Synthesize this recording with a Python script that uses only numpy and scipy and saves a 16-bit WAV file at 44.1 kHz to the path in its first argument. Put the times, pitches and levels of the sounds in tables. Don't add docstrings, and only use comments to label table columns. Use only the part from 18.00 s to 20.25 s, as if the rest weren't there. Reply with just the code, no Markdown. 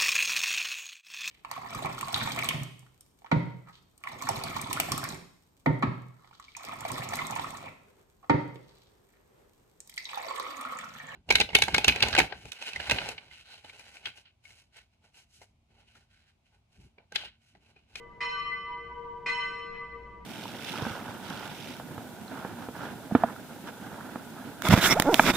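import sys
import numpy as np
from scipy import signal
from scipy.fft import rfft, irfft
from scipy.io import wavfile
from scipy.ndimage import uniform_filter1d

SR = 44100
rng = np.random.default_rng(int(sys.argv[2]) if len(sys.argv) > 2 else 0)


def dump(signal):
    limited = np.clip(np.atleast_2d(signal).T, -1, 1)
    pcm = np.round(limited * 32767).astype(np.int16)
    wavfile.write(sys.argv[1], SR, pcm)


N = 99225
ATTACK_S, BUILD_S = .0015, .02

# start_s, lip (0 or 1), strength_db
BLOWS = [(-1.48, 0, 1.5), (-0.74, 1, -3), (.205, 0, 2.6), (1.26, 1, 2)]


def amp(db):
    return 10 ** (np.asarray(db) / 20)


def evened(x):
    return x / np.sqrt(np.mean(abs(x) ** 2) + 1e-20)


def read(points, hz):
    table_hz, value = np.transpose(points)
    return np.interp(np.log(hz + 1), np.log(table_hz), value)


def curve(points):
    return amp(np.interp(np.arange(N) / SR, *np.transpose(points)))


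def onset(age_s, rise_s):
    return 1 - np.exp(-age_s / rise_s)


def decay(age_s, t60_s):
    return np.exp(-np.log(1000) * age_s / t60_s)


def add(mix, start_s, sound):
    part = mix[:, round(start_s * SR):]
    part += sound[:, :part.shape[1]]


def noise(spectrum, same, peaks_db=0):
    hz = np.fft.rfftfreq(N, 1 / SR)
    a, b = rfft(rng.standard_normal((2, N)))
    likeness = np.clip(read(same, hz), -1, 1)
    right = likeness * a + np.sqrt(1 - likeness ** 2) * b
    gain = amp(read(spectrum, hz) + peaks_db)
    return evened(irfft(np.array([a, right]) * gain, N))


def bell():
    # pitch_hz, lip_0_level_db, lip_1_level_db, t60_s, left_minus_right_db
    modes = [(467.5, -45, -45, 8, 9), (971.5, -40, -44.7, 6.7, 2), (1171, -35, -36.5, 3.5, 4),
             (1522, -44, -44, 2.4, 4), (2020, -34.7, -32.4, 2.3, 0), (3034, -38, -41, 1.7, -5),
             (2458, -46, -47, 1.6, -4), (2662, -49, -46, 1.6, 2), (3835, -61, -60, 1.3, -10),
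             (4170, -44, -42, 1.22, -6), (5402, -50, -49, 1.2, 1), (6268, -67, -65, .8, 0),
             (6662, -62, -56, .9, -1), (7968, -72, -63.5, .95, 5), (9324, -74, -67, .8, 1),
             (10664, -84, -76, .6, -4), (1238, -62, -55, 2, 2), (1809, -63, -61, 2.1, 4),
             (2587, -56, -50, 1.5, .1), (3354, -65, -60, 1.5, -7), (4728, -67, -69, 1.3, 2),
             (4990, -67, -63, 1.1, 1), (5310, -63, -63, 1.1, 1), (9819, -83, -88, .8, 1),
             (12080, -89, -87, .5, 1)]
    swells = {0: [(0.02, 3), (0.1, -5.5), (0.3, 3.5), (0.4, -9), (0.74, -6.5), (0.84, 2.5), (0.92, -3.5),
              (0.98, 6), (1.34, 0.5), (1.38, -5), (1.82, 2), (1.9, -8), (1.96, 5.5), (2.14, -7.5),
              (2.22, -3.5)], 1: [(0.02, -5), (0.26, -0.5), (0.29, 7.5), (0.41, -6.5), (0.65, -9.5),
              (0.71, 7.5), (0.77, 4.5), (0.86, -24.5), (0.92, 4), (1.04, 2), (1.07, 7), (1.31, 2),
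              (1.4, 10), (1.46, 3), (1.7, -3), (2.22, -1)], 2: [(0.02, -4), (0.12, 0.5), (0.16, -18),
              (0.24, 3), (0.3, -11.5), (0.38, 3), (0.76, 0.5), (1.04, -2), (1.08, 2.5), (1.3, -6),
              (1.36, -10), (1.4, -1), (1.74, -1), (1.78, -11), (1.82, 8), (1.88, -5.5), (1.96, 3.5),
              (2.02, -17), (2.08, 0.5), (2.22, -3)], 3: [(0.02, 2), (0.24, -10.5), (0.36, 5.5), (0.5, -18),
              (0.52, 1.5), (0.58, 1.5), (0.64, -3.5), (0.98, 3), (1.3, 5), (1.36, 0), (1.52, 10),
              (1.6, -11), (1.68, 5), (1.76, -12), (1.86, 3), (2.22, -5.5)], 4: [(0.02, 2.5), (0.32, -1.5),
              (0.44, -1.5), (0.53, 11), (0.59, 1.5), (0.83, 4.5), (0.95, -0.5), (1.28, -4), (1.31, 7),
              (1.37, -1), (1.46, 6.5), (1.52, -11), (1.55, -0.5), (1.67, -4), (1.79, 5), (2.22, -3)],
              5: [(0.02, 4.5), (0.29, -3), (0.38, 1.5), (1.34, 1.5), (1.43, 7), (1.46, 2.5), (1.58, -3.5),
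              (1.64, 9), (1.7, -21), (1.73, -2), (2.22, -2)]}
    # pitch_hz, share (0-1)
    build_share = [(470, .8), (1200, 0.14), (2000, .35), (3000, 1), (9000, 0.45)]
    t = np.arange(N) / SR
    out = np.zeros((2, N))
    ages_s = [np.maximum(t - start_s, 0) for start_s, _, _ in BLOWS]
    rises = [onset(age_s, ATTACK_S) for age_s in ages_s]
    unfilled = [np.exp(-age_s / BUILD_S) for age_s in ages_s]
    for k, (hz, *lip_db, t60_s, pan_db) in enumerate(modes):
        share = np.clip(read(build_share, hz), 0, 1)
        power = np.zeros(N)
        for (_, lip, db), age_s, rise, early in zip(BLOWS, ages_s, rises, unfilled):
            struck = amp(db + lip_db[round(lip)])
            power += (rise * (1 - share * early) * struck * decay(age_s, t60_s)) ** 2
        level = np.sqrt(power)
        if k in swells:
            level = level * curve(swells[k])
        pan = evened(amp([[pan_db / 2], [-pan_db / 2]]))
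        partial = (paths(hz) * np.exp(2j * np.pi * hz * t)).real
        out += pan * level * partial
    return out


def paths(hz, count=24):
    swing_s, turn_s, swing_m = 2.11, .47, 1.1
    sound_m_per_s = 343
    direct_aim = 0.3002
    echo_db, echo_delay_s = 3, 0.1104
    steady_s = .085
    step = 44
    # pitch_hz, spread_rad
    ear_spread = [(470, 0.58), (1000, 0.78), (2000, 0.95), (6000, 1.14)]
    t = np.arange(0, N + step, step) / SR

    def travel_m(time_s):
        return swing_m * np.cos(2 * np.pi * (time_s - turn_s) / swing_s)

    wavenumber = 2 * np.pi * hz / sound_m_per_s
    aim = rng.permutation(np.linspace(-1, 1, count))[:, None]
    delay_s = echo_delay_s * rng.exponential(1, (count, 1))
    phase = 2 * np.pi * rng.random(count) + read(ear_spread, hz) * rng.standard_normal((2, count))
    echoes = np.exp(1j * phase) @ np.exp(1j * wavenumber * aim * travel_m(t - delay_s))
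    direct = np.exp(-1j * wavenumber * direct_aim * travel_m(t))
    field = direct + amp(echo_db) * evened(echoes)
    power = (abs(field) ** 2).mean(0)
    field = field / np.sqrt(uniform_filter1d(power, max(2, round(steady_s * SR / step))))
    return np.array([np.interp(np.arange(N) / SR, t, evened(ear)) for ear in field])


def clapper():
    clang_db = [-43.5, -39.5]
    out = np.zeros((2, N))
    peaks_db = thicket()
    for start_s, lip, db in BLOWS:
        if start_s > 0:
            lip = round(lip)
            add(out, start_s, amp(db) * clank(lip))
            add(out, start_s, amp(db + clang_db[lip]) * clang(lip, peaks_db))
    return out


def clang(lip, peaks_db):
    hold_s, t60_s = 0.042, 0.12
    tail_db, slap_dull_hz = -6, 2800
    likeness = 0.25
    # frequency_hz, relative_db_per_hz
    colour = [(100, -41), (300, -16), (520, -16.5), (780, -15.5), (1100, -3), (1300, -9), (1620, -13.5),
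              (1930, -2), (2120, 0), (2300, -13.5), (2540, -2.5), (2720, -11), (2900, -16), (4000, -16),
              (5400, -21), (7500, -32.5), (10500, -56), (14000, -72)]
    # frequency_hz, t60_s
    tail_t60 = [(300, 0.73), (2300, 1.94), (4500, 0.61), (10000, 1.7)]
    # delay_s, lip_0_gain_db, lip_1_gain_db
    slaps = [(0.158, -11, -11.5), (0.476, -16, -12)]
    t = np.arange(N) / SR

    def crash():
        return noise(colour, [(1, likeness)], peaks_db)

    burst = onset(t, ATTACK_S) * decay(np.maximum(t - hold_s, 0), t60_s)
    hz, age_s, spectra = signal.stft(crash(), SR, nperseg=512)
    faded = spectra * decay(age_s, read(tail_t60, hz)[:, None])
    tail = signal.istft(faded, SR, nperseg=512)[1][:, :N]
    out = burst * crash() + amp(tail_db) * tail * onset(t, BUILD_S)
    low_pass = signal.butter(3, slap_dull_hz, fs=SR)
    for delay_s, *lip_db in slaps:
        dull = signal.lfilter(*low_pass, crash())
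        add(out, delay_s, amp(lip_db[lip]) * burst * dull)
    return out


def thicket():
    height_db, spacing_hz = 3.5, 45
    knots_hz = np.arange(0, SR / 2, spacing_hz)
    heights = np.clip(rng.standard_normal(len(knots_hz)), -2, 2)
    return height_db * np.interp(np.fft.rfftfreq(N, 1 / SR), knots_hz, heights)


def clank(lip):
    spread_rad = 0.23
    # pitch_hz, lip_0_level_db, lip_1_level_db, t60_s
    short_modes = [(2457, -42, -32, .33), (2589, -52, -42, .3), (2010, -39, -31, .13),
                   (1162, -40, -36, .25), (1400, -58, -47, .16), (1850, -43, -45, .17),
                   (1925, -43, -42, .17), (2724, -54, -47, .2), (5250, -55, -53, .2)]
    t = np.arange(N) / SR
    count = len(short_modes)
    phases = 2 * np.pi * rng.random((count, 1, 1)) + spread_rad * rng.standard_normal((count, 2, 1))
    ring = np.zeros((2, N))
    for (hz, *lip_db, t60_s), phase in zip(short_modes, phases):
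        ring += amp(lip_db[lip]) * decay(t, t60_s) * np.sin(2 * np.pi * hz * t + phase)
    return onset(t, ATTACK_S) * ring


def night():
    air_db = -55
    drone_hz, drone_width_hz = 59.5, 4
    # frequency_hz, relative_db_per_hz
    air = [(20, 1.5), (55, -4.5), (100, -4), (190, -3), (270, -11.5), (380, -6), (600, -13), (900, -17.5),
           (2000, -26.5), (4000, -37.5), (7000, -44.5), (9000, -51), (15000, -55)]
    # frequency_hz, likeness (0-1)
    air_same = [(50, .76), (200, .84), (800, .55), (8000, .3)]
    # time_s, gain_db
    air_swell = [(0, 0), (.7, -0.5), (.95, 0.5), (1.5, 1.5), (2.25, 0)]
    # time_s, level_db
    drone_level = [(0, -73.5), (.7, -65.5), (.82, -57), (1.05, -55.5), (1.14, -68.5), (1.8, -72.5),
                   (1.92, -55), (2.1, -55), (2.25, -56)]
    hz = np.fft.rfftfreq(N, 1 / SR)
    shape = 1 + ((hz - drone_hz) / drone_width_hz) ** 4
    band = signal.hilbert(irfft(rfft(rng.standard_normal(N)) / shape, N))
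    drone = evened(band.real / np.sqrt(abs(band) + 1e-9))
    return amp(air_db) * curve(air_swell) * noise(air, air_same) + curve(drone_level) * drone


def scene():
    return bell() + clapper() + night()


def record(dry):
    edge_hz = 15100
    low_pass = signal.firwin(511, edge_hz, window=("kaiser", 9), fs=SR)
    return signal.oaconvolve(dry, low_pass[None], "same")


dry = scene()
out = record(dry)
dump(out)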